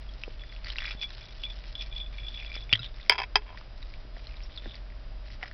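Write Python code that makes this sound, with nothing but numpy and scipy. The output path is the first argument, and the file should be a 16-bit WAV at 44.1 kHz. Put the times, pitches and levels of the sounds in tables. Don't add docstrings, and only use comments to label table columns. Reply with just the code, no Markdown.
import sys
import numpy as np
from scipy import signal
from scipy.fft import rfft, irfft, next_fast_len
from scipy.io import wavfile

SR = 44100
rng = np.random.default_rng(int(sys.argv[2]) if len(sys.argv) > 2 else 0)


def persist_wave(psi):
    counts = np.round(np.clip(psi, -1, 1) * 32767).astype(np.int16)
    wavfile.write(sys.argv[1], SR, np.atleast_2d(counts).T)


def volts_from_db(level):
    exponent = np.asarray(level, float) / 20
    return 10 ** exponent


N = 243873


def unit(x):
    return x / np.sqrt(np.mean(x ** 2) + 1e-20)


def along(points, hz):
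    f, value = np.transpose(points)
    return np.interp(np.log(hz + 1), np.log(f + 1), value)


def curve(points):
    s, db = np.transpose(points)
    return np.interp(np.arange(N) / SR, s, db, left=-120, right=-120)


def filtered(x, response):
    size = next_fast_len(N + 8192)
    return irfft(rfft(x, size) * response(np.fft.rfftfreq(size, 1 / SR)), size)[:N]


def noise(response):
    return unit(filtered(rng.standard_normal(N), response))


def tone(hz, wander_hz, rate_hz):
    drift = noise(lambda f: 1 / (1 + (f / rate_hz) ** 2))
    return np.sqrt(2) * np.cos(2 * np.pi * np.cumsum(hz + wander_hz * drift) / SR)


def pings(s, db, hz, t60, attack, size):
    t = np.arange(size) / SR
    s, db, hz, t60 = (np.asarray(v, float)[:, None] for v in np.broadcast_arrays(s, db, hz, t60))
    decay = volts_from_db(db - 60 * t / np.maximum(t60, 1e-3))
    wave = decay * (1 - np.exp(-t / attack)) * np.sin(2 * np.pi * hz * t)
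    at = np.round(s * SR).astype(int) + np.arange(size)
    return np.bincount(at.ravel(), wave.ravel(), N + size)[:N]


def strokes(s, length, db, rise, fall):
    t = np.arange(0, N + 64, 64) / SR
    s, end, db = (np.asarray(v, float)[:, None] for v in np.broadcast_arrays(s, s + length, db))
    power = volts_from_db(db - rise * np.maximum(s - t, 0) - fall * np.maximum(t - end, 0)) ** 2
    return np.interp(np.arange(N) / SR, t, np.sqrt(power.sum(0)))


# f/Hz, level/dB per Hz
HISS = [(88, -48), (150, -6.5), (350, -9.5), (453, -12.5), (586, -9), (966, -14), (1120, -13.5),
        (3400, -19), (3890, -18.5), (5600, -24.5), (7280, -51.5), (12300, -120)]


def hiss():
    return volts_from_db(-55.5) * noise(lambda f: volts_from_db(along(HISS, f)))


# f/Hz, level/dB per Hz
RUMBLE = [(10, -5.5), (24, 2), (50, -4.5), (61, -10.5), (85, -18), (116, -14), (132, -23.5), (150, -38.5),
          (200, -29.5), (440, -120)]
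# t/s, level/dB
SWELL = [
    (0.0, -39.5),
    (1.09, -39.5),
    (2.5, -39),
    (3.3, -40.5),
    (3.86, -39.5),
    (4.4, -37.5),
    (5.53, -41),
]


def rumble():
    spectrum = noise(lambda f: volts_from_db(along(RUMBLE, f)) / (1 + (17 / (f + 1)) ** 4))
    return volts_from_db(curve(SWELL) - 2.5) * spectrum


# t/s, level/dB
HUM = [(0.0, -41.5), (0.11, -39), (0.21, -45.5), (0.92, -39), (1.12, -55.5), (1.52, -38), (1.62, -45.5),
       (1.99, -40), (2.66, -38.5), (2.8, -53), (2.93, -41), (3.22, -56), (3.37, -38), (3.53, -47.5),
       (5.19, -41), (5.53, -46)]


def motor():
    return volts_from_db(curve(HUM)) * tone(44, wander_hz=1.483, rate_hz=2.86)


# f/Hz, wander/Hz, level/dB
FAN = [(593, 8, -68.5), (636, 5, -67.5), (4920, 2.5, -70.5), (4960, 60, -76), (5450, 4, -80),
       (5760, 5, -78), (6060, 2.5, -78)]


def fan():
    return sum(volts_from_db(db) * tone(hz, wander_hz, rate_hz=52) for hz, wander_hz, db in FAN)


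def walls(x):
    t = np.arange(SR // 8) / SR
    tail = rng.standard_normal(len(t)) * volts_from_db(-60 * t / 0.05) * (t > .002)
    return signal.fftconvolve(x, tail / np.linalg.norm(tail))[:N]


# t/s, level/dB, f/Hz, t60/s
THUMPS = [(.2795, -26.5, 476, 0.014), (.95, -29.5, 201, 0.0096), (2.565, -26.5, 606, 0.0041),
          (2.728, -27, 110, 0.2), (2.73, -31, 274, 0.039), (2.801, -35, 122.6, 0.23),
          (4.05, -40, 303, 0.012), (4.17, -36, 662, 0.019), (4.659, -31, 600, 0.013),
          (4.6628, -36, 325, 0.043), (4.674, -37, 210, 0.044), (5.4285, -34.5, 765, 0.021),
          (5.4352, -31, 750, 0.022)]


def table():
    return pings(*np.transpose(THUMPS), attack=0.000072, size=9000)


# t/s, peak level/dB, low body level/dB, top shell level/dB
KNOCKS = [(3.1035, -12, -5.5, -12), (3.1085, -9, -14, -4), (3.117, -12.5, -1, -17), (3.122, -7, -10, -4.5),
          (3.1285, -15, -10, -4), (3.135, -19, -6, -4), (3.145, -21, -2, -17), (3.154, -22.5, -3, -9),
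          (3.157, -23.5, 0, -7), (3.1802, -15.5, -7, -2), (3.1848, -11, -5, -15), (3.1903, -16.5, 0, -3.5),
          (3.2002, -14.5, 0, 0), (3.2057, -22, 4, -30), (3.2187, -22.5, -8, 2), (3.2168, -15.5, -4.5, -17),
          (3.2328, -18, -8, -5), (3.2367, -17.5, -7, -34), (3.3562, 3, -4.5, -0.5),
          (3.3682, -17.5, -10, 1.5), (3.3725, -24.5, -9, -7), (3.381, -27, -8.5, -4),
          (3.389, -36.5, -3.5, -14), (3.42, -32.5, -6, -34), (3.463, -40.5, 1.5, -14.5),
          (3.479, -35, 0, -20), (3.4905, -33, -1, -23), (3.5031, -35.5, 7, -16), (3.513, -43, 6, -16),
          (3.527, -40, 7, -21), (3.545, -37, 6, -13)]
# f/Hz, t60/s, level/dB
CASING = [(420, 0.25, -18), (775, 0.04, -5), (868, 0.045, 1.5), (1015, 0.063, -1), (1440, 0.047, -9.5),
          (1622, 0.045, -11), (1740, 0.04, -6), (2030, 0.093, -15), (2270, 0.027, 2.5), (2620, 0.074, -9.5),
          (3230, 0.042, -3.5), (3790, 0.023, -14.5), (4960, 0.026, 3.5), (5930, 0.03, -8)]
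# t/s, level/dB, f/Hz, t60/s
BLOW = [
    (3.0961, 2, 4960, 0.0083),
    (3.0971, 1.5, 2230, 0.011),
    (3.0968, -1, 3180, 0.0095),
    (3.0962, -14, 5930, .008),
    (3.0979, -10, 1500, .012),
    (3.0976, -13, 923, 0.013),
    (3.0980, -16.5, 570, 0.02),
    (3.0980, -21.5, 420, 0.045),
]


def knocks():
    out, scrape, t = np.zeros(N), np.zeros(N), np.arange(1500) / SR
    hz, t60, shape_db = np.transpose(CASING)
    for s, db, low_db, top_db in KNOCKS:
        luck = rng.standard_normal((3, len(hz)))
        region_db = np.where(hz < 1200, low_db, np.where(hz > 4000, top_db, 0))
        level = db + shape_db + region_db - 8.5 + 2.0 * luck[1]
        start = s + 0.00042 * np.abs(luck[0])
        out += pings(start, level, hz * (1 + 0.013 * luck[2]), 0.44 * t60, attack=0.00063, size=2500)
        burst = volts_from_db(db - 19.5 - 60 * t / 0.025) * (1 - np.exp(-t / 0.0014))
        scrape[round(s * SR):][:len(t)] += burst * rng.standard_normal(len(t))

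    def body(f):
        total = volts_from_db(1.5)
        for k, (centre, _, gain_db) in enumerate(CASING):
            width = 1j * f * 320
            total = total + (-1) ** k * volts_from_db(gain_db) * width / (centre * centre - f * f + width)
        return total

    out += filtered(scrape, body)
    out = .62 * np.tanh(out / .62)
    return out + pings(*np.transpose(BLOW), attack=0.00041, size=1500)


# t/s, peak level/dB, low mode level/dB
BELL_HITS = [(0.3943, -47, -16), (0.4161, -41.5, -15), (0.4456, -50, -13), (0.4707, -51, -12),
             (0.4935, -41.5, -14), (0.5287, -46, -23), (0.5621, -53, -8), (0.8046, -38, -10),
             (0.8258, -38, -11), (0.8557, -35, -9), (0.8775, -40, 2), (0.91, -34.5, -5), (0.9722, -43, -23),
             (1.0251, -29.5, -9), (1.0408, -28.5, -12), (1.1037, -48, -17), (1.2386, -39, -16),
             (1.3972, -46, -18), (1.4367, -25, -20), (1.4523, -32.5, -17), (1.4645, -32.5, -10),
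             (1.501, -32, -18), (1.5166, -45, -25), (1.7528, -36, -20), (1.7802, -35, -26),
             (1.7929, -32.5, -23), (1.8092, -28.5, -11), (1.8431, -53, -5), (1.8596, -53, 1),
             (1.8897, -54, -11), (1.926, -31.5, -14), (1.9632, -31, -20), (1.9801, -32, -15),
             (2.0039, -26.5, -22), (2.0285, -36, -32), (2.0444, -44.5, -24), (2.0617, -39, -12),
             (2.1426, -47.5, -2), (2.1827, -38, -2.5), (2.2001, -40, -14), (2.2158, -50, -4),
             (2.2331, -40, -11), (2.2472, -40, -8), (2.2668, -33.5, -21), (2.2829, -29, -30),
             (2.3191, -39, -15), (2.3427, -32.5, -16), (2.3742, -30.5, -17), (2.3925, -39, -5),
             (2.4123, -36.5, -7), (2.4315, -42, -8), (2.4619, -35, -16), (2.477, -41, -5),
             (2.4989, -43, -2), (2.5165, -49.5, 10.5), (2.5395, -36, -8), (2.5532, -34, -5),
             (2.5762, -31, -23), (2.6073, -42, -19.5), (2.6243, -41, -24),
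             (.993, -41, -12),
    (1.0135, -29, -9),
    (1.214, -44, -11),
    (1.293, -51, -10),
    (1.769, -46, -19),
    (1.802, -34, -19),
    (1.915, -37, -16),
    (2.0005, -28.5, -16),
    (2.078, -48, -22),
    (2.358, -33, -19),
]
# f/Hz, t60/s
BELL = [(3440, 0.047), (2390, 0.064)]


def bell():
    s, db, low_db = np.transpose(BELL_HITS)
    (hz, t60), (low_hz, low_t60) = BELL
    drift = 1 + 0.0082 * rng.standard_normal((len(s), 2))
    strikes = pings(s, db + 1, hz * drift[:, 0], t60, attack=0.0005, size=4000)
    strikes += pings(s, db + low_db + 3.5, low_hz * drift[:, 1] ** 2, low_t60, attack=0.00036, size=3000)

    skips = rng.standard_normal(N) * (rng.random(N) < 900 / SR)
    high = unit(filtered(skips, lambda f: 1 / (hz * hz - f * f + 1j * f * 30)))
    high = unit(0.8 * high + tone(hz, wander_hz=38, rate_hz=70))
    low = unit(filtered(skips, lambda f: f / (low_hz * low_hz - f * f + 1j * f * 170)))

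    def roll(level):
        return strokes(s, 0.013, level, rise=2500, fall=520)

    return strikes + roll(db - 15) * high + roll(db + low_db - 17.5) * low


# t/s, level/dB, f/Hz, t60/s
CLASP = [(.09, -38.5, 3320, 0.03), (2.7000, -36.5, 3480, 0.24), (2.7285, -11, 4560, 0.013),
         (2.7296, 0.5, 2770, 0.009), (2.7349, -8.5, 2020, 0.008), (2.7345, -14, 4600, 0.009),
         (2.7522, -14, 2000, .012), (2.7524, -18, 3300, .01), (2.7344, 6.5, 3150, 0.0059),
         (2.7560, -22, 3300, 0.017), (2.792, -27, 3860, 0.03), (2.791, -37, 1410, 0.059),
         (2.792, -39.5, 2676, 0.076), (2.7930, -41.5, 4960, 0.058), (4.435, -44.5, 5440, 0.052),
         (4.5760, -31, 3440, 0.032), (4.582, -28, 3440, 0.028), (4.6, -43, 3540, 0.03)]


def clasp():
    return pings(*np.transpose(CLASP), attack=0.00085, size=3500)


def swarm(slips, centre_hz, spread, cycles, scatter_db, count):
    u = rng.random((count, 2))
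    z = np.clip(rng.standard_normal((count, 2)), -2, 2)
    s = slips[(u[:, 0] * len(slips)).astype(int)] + .0011 * z[:, 0]
    s = np.clip(s, 0, N / SR)
    size_db = -scatter_db * np.log(1 - .97 * u[:, 1])
    hz = centre_hz * np.exp(spread * z[:, 1])
    t60 = cycles / centre_hz
    return unit(pings(s, size_db, hz, t60, attack=.0001, size=round(SR * t60)))


# start t/s, length/s, small beads level/dB, big beads level/dB
SHAKES = [(0, 0.66, -63.5, -56.5), (0.2, 0.025, -59.5, -62.5), (0.662, 0.03, -47, -44.5),
          (0.718, 0.018, -47, -46), (0.787, 0.135, -48.5, -41), (1.014, 0.017, -45.5, -59),
          (1.082, 0.2, -55.5, -52.5), (1.286, 0.62, -57.5, -55), (1.628, 0.037, -60, -52),
          (1.808, 0.015, -50.5, -61), (1.954, 0.03, -54, -54), (2.131, 0.082, -59, -53),
          (2.252, 0.39, -56.5, -56.5), (2.536, 0.031, -55.5, -45.5), (2.717, 0.15, -65, -47.5),
          (2.965, 0.1, -60, -54.5), (3.41, 0.24, -78, -59), (3.571, 0.024, -59, -52),
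          (3.769, 0.23, -63, -60), (4.158, 0.048, -59, -50.5), (4.238, 0.44, -61.5, -55.5),
          (4.729, 0.039, -59, -49), (5.266, 0.074, -58, -53.5), (5.427, 0.05, -59, -49)]
# start t/s, length/s, level/dB
CHAIN = [
    (2.84, 0.022, -34.5),
    (4.505, 0.086, -52),
    (4.64, 0.023, -48),
    (4.704, 0.035, -40.5),
]


def rattle():
    slips = rng.random(size=1700) * N / SR
    small = swarm(slips, 4290, 0.27, cycles=8.4, scatter_db=4, count=9000)
    big = swarm(slips, 2175, 0.27, cycles=15, scatter_db=4, count=7000)
    crisp = swarm(slips, 3200, 0.3, cycles=5.5, scatter_db=3.5, count=5000)
    links = swarm(slips, 3580, .028, cycles=45, scatter_db=2, count=5000)
    s, length, small_db, big_db = np.transpose(SHAKES)

    def shake(level):
        return strokes(s, length, level, rise=696.5, fall=423)

    out = volts_from_db(-8.5) * strokes(*np.transpose(CHAIN), rise=300, fall=399) * links
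    out += volts_from_db(2.0) * shake(small_db) * small
    out += volts_from_db(-6) * shake((small_db + big_db) / 2) * crisp
    return out + volts_from_db(-6.0) * shake(big_db) * big


# t/s, peak level/dB, f/Hz
CROWD_TICKS = [(0.6587, -40, 2020), (0.6607, -42, 4570), (0.6765, -37, 2150), (0.683, -38.5, 4010),
               (0.685, -35, 2000), (0.6977, -45, 3880), (0.7241, -44, 4130), (0.728, -39, 1790),
               (0.7347, -45, 4110), (0.7903, -33, 1870), (0.802, -40, 3770), (0.8046, -30, 2150),
               (0.807, -47, 4350), (0.827, -42, 2110), (0.836, -32, 2110), (0.8434, -38, 3810),
               (0.8452, -28, 1810), (0.85, -35, 2430), (0.8576, -41.5, 4030), (0.8627, -34.5, 4950),
               (0.8684, -34, 2110), (0.8738, -29, 2330), (0.8752, -47, 4760), (0.8799, -27.5, 2220),
               (0.8798, -43, 4970), (0.897, -35, 2500), (0.8981, -41, 5280), (0.906, -42, 3700),
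               (0.912, -35, 5150), (0.9171, -35, 2500), (0.9181, -36, 3810), (0.9205, -35, 2500),
               (0.9295, -44.5, 5040),
               (1.7914, -45, 3700), (1.8117, -36, 5200), (1.816, -38, 2730), (1.823, -37, 2440),
               (1.8242, -38, 5170), (1.828, -40.5, 2640), (1.8358, -50, 3830), (1.8369, -50, 2400),
               (2.1808, -47, 4350), (2.233, -42, 2500), (2.2822, -49, 3670), (2.3422, -48, 3700),
               (2.347, -46, 3730), (2.347, -41.5, 2610), (2.3835, -42, 2390), (2.4052, -44, 3700),
               (2.4097, -42, 2250), (2.425, -46, 3920), (2.4256, -35, 2270), (2.43, -40, 2330),
               (2.44, -45, 2480), (2.448, -34, 2600), (2.4463, -48, 4370), (2.4725, -41, 2410),
               (2.4792, -43, 3700), (4.2706, -44, 3100), (2.4992, -44, 2240), (2.5288, -43, 5000),
               (2.542, -38, 2370), (2.5437, -45, 5060), (2.5654, -42, 3720), (2.565, -34, 2220),
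               (2.5724, -44, 3660), (2.575, -41, 2360), (3.939, -46, 4300), (2.6071, -44, 3700),
               (4.5274, -50, 3920), (4.5549, -49, 3830), (4.5595, -49, 2300), (4.5599, -43.5, 4500),
               (4.5642, -38.5, 4180), (4.5804, -40, 3670), (4.5966, -46, 3700), (4.6376, -46, 1790),
               (4.663, -47, 1670), (4.7079, -43, 2990), (4.7624, -47, 3790), (4.7649, -46, 2130)]


def ticks():
    s, db, hz = np.transpose(CROWD_TICKS)
    snap = pings(s, db + 3.5, 3400, .0013, attack=.0001, size=200)
    return pings(s, db + 7, hz, 0.0074, attack=0.00016, size=700) + snap


# t/s, peak level/dB, f/Hz
SMALL_BEADS = [(0.1373, -44.5, 5100), (0.5272, -42.5, 4340), (0.55, -44, 4340), (0.6459, -33, 4600),
               (0.6683, -37, 4460), (0.7016, -30, 3940), (0.7212, -37.5, 4150), (0.7668, -32.5, 3930),
               (0.842, -44, 4260), (0.9103, -38, 3850), (1.0282, -40, 3840), (1.105, -35.5, 3980),
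               (1.148, -44, 4070), (1.21, -43, 5160), (1.263, -43, 3850), (1.4353, -38.5, 4520),
               (1.7536, -41, 5120), (1.812, -39.5, 5330), (1.8213, -38, 5040), (1.979, -41.5, 4140),
               (2.5423, -47, 5040), (2.5553, -32, 5040), (2.6397, -51, 4950)]
# t/s, peak level/dB, f/Hz
BIG_BEADS = [(0.2364, -25, 2580), (0.395, -44, 2670), (0.4368, -39.5, 1950), (0.524, -39, 2130),
             (0.5634, -39.5, 2650), (0.6447, -35, 2140), (0.6593, -37.5, 2050), (0.6693, -32, 1950),
             (0.7026, -27.5, 3100), (0.721, -39, 2190), (0.7586, -30, 2030), (0.7846, -20, 2730),
             (0.821, -28.5, 1900), (0.8545, -25.5, 2400), (0.909, -28, 2480), (1.181, -44, 1750),
             (1.2107, -46, 2250), (1.0221, -42, 2380), (1.033, -28.5, 2370), (1.1052, -39.5, 1770),
             (1.4362, -29.5, 2810), (1.641, -42, 2420), (1.7533, -30, 3300), (1.8105, -38.5, 3220),
             (1.817, -35, 3180), (1.8225, -33, 3450), (2.1854, -36, 2330), (2.283, -42, 2640),
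             (2.3754, -37, 2650), (2.4, -34, 2650), (2.4247, -50, 2270), (2.5178, -37, 2300),
             (2.553, -32.5, 2420), (2.694, -33.5, 2340), (2.715, -36.5, 2400)]
# t/s, peak level/dB, f/Hz
LATER_BEADS = [(2.7278, -9.5, 2590), (2.7293, -14.5, 2770), (2.7355, -27, 2600), (2.7560, -22, 3260),
               (2.7744, -35, 3280), (2.8316, -28, 3230), (2.8445, -31, 3100), (2.8498, -33, 3650),
               (2.8655, -45, 3780), (2.943, -44, 3730), (2.9991, -41, 2090), (3.014, -41, 3600),
               (3.0296, -40, 3570), (3.063, -41.5, 2170), (5.4291, -24.5, 2100), (5.4388, -35, 1920),
               (5.447, -39, 1300), (5.479, -39, 1800), (5.4352, -30, 1900), (5.458, -37, 1970),
               (5.462, -42, 1760), (5.48, -42.5, 5020), (5.4296, -35, 3100), (5.5133, -35.5, 1820),
               (3.5718, -49, 2030), (3.5745, -34.5, 1920), (3.6124, -36.5, 1130), (3.827, -44.5, 2080),
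              (3.828, -36.5, 3860), (3.9388, -39, 2320), (4.166, -40, 1850), (4.2703, -34, 4190),
              (4.292, -46, 2190), (4.312, -45, 2550), (4.342, -42.5, 2290), (4.3686, -40, 3780),
              (4.405, -42, 2300), (4.435, -43, 5430), (4.455, -50, 1910), (4.575, -30.5, 3700),
              (4.6575, -38, 1760), (4.6956, -38, 3400), (4.7444, -41, 2020), (4.7549, -38.5, 4520),
              (4.902, -45.5, 2130), (4.9224, -46, 1950), (5.2607, -46.5, 1810), (5.282, -47, 2060),
              (5.303, -42.5, 2020), (5.4127, -44, 2030), (5.4175, -45, 1920), (5.426, -37, 1500),
              (3.586, -45, 4750), (3.557, -48, 3170)]


def beads():
    s, db, hz = np.transpose(SMALL_BEADS + BIG_BEADS + LATER_BEADS)
    luck = rng.standard_normal((len(s), 3))
    tick = pings(s, db + 8.0, hz, 0.0073, attack=0.0003, size=900)
    snap = pings(s, db - 2, 2600 * np.exp(.1 * luck[:, 0]), .0015, attack=.0001, size=200)
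    snap += pings(s + .0002, db - 4, 4600 * np.exp(.08 * luck[:, 1]), .0015, attack=.0001, size=200)
    snap += pings(s, db - 14, 1700, .002, attack=.0001, size=200)
    delay = 0.0039 + .001 * luck[:, 2]
    echo = pings(s + delay, db - 12, hz * 1.2, 0.013, attack=0.00023, size=1500)
    return tick + volts_from_db(7) * snap + echo


def scene():
    room = hiss() + rumble() + motor() + fan()
    blows = filtered(knocks(), lambda f: (1j * f / (300 + 1j * f)) ** 2)
    collar = bell() + clasp() + rattle() + ticks() + beads()
    collar = filtered(collar, lambda f: (1j * f / (700 + 1j * f)) ** 2)
    echoes = volts_from_db(-10.0) * walls(blows) + volts_from_db(-11.0) * walls(collar)
    return (room + table() + blows + collar + echoes)[None]


def band_limit(x):
    return signal.sosfilt(signal.butter(12, 16550, fs=SR, output="sos"), x)


# f/Hz, level/dB
EDGE = [(5300, -1), (5700, -7.5), (6100, -22), (6600, -45), (7200, -62), (8500, -110)]


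def record(dry):
    already = dry[0, 0] + (dry[0, -1] - dry[0, 0]) * np.arange(N) / N
    x = filtered(dry[0] - already, lambda f: volts_from_db(along(EDGE, f)))
    clipped = np.clip(x, -.7, .7)
    x = filtered(clipped, lambda f: np.clip((16600 - f) / 300, 0, 1))
    mix = volts_from_db(along(EDGE, 1)) * already + x
    return band_limit(mix[None])


dry = scene()
out = record(dry)
persist_wave(out)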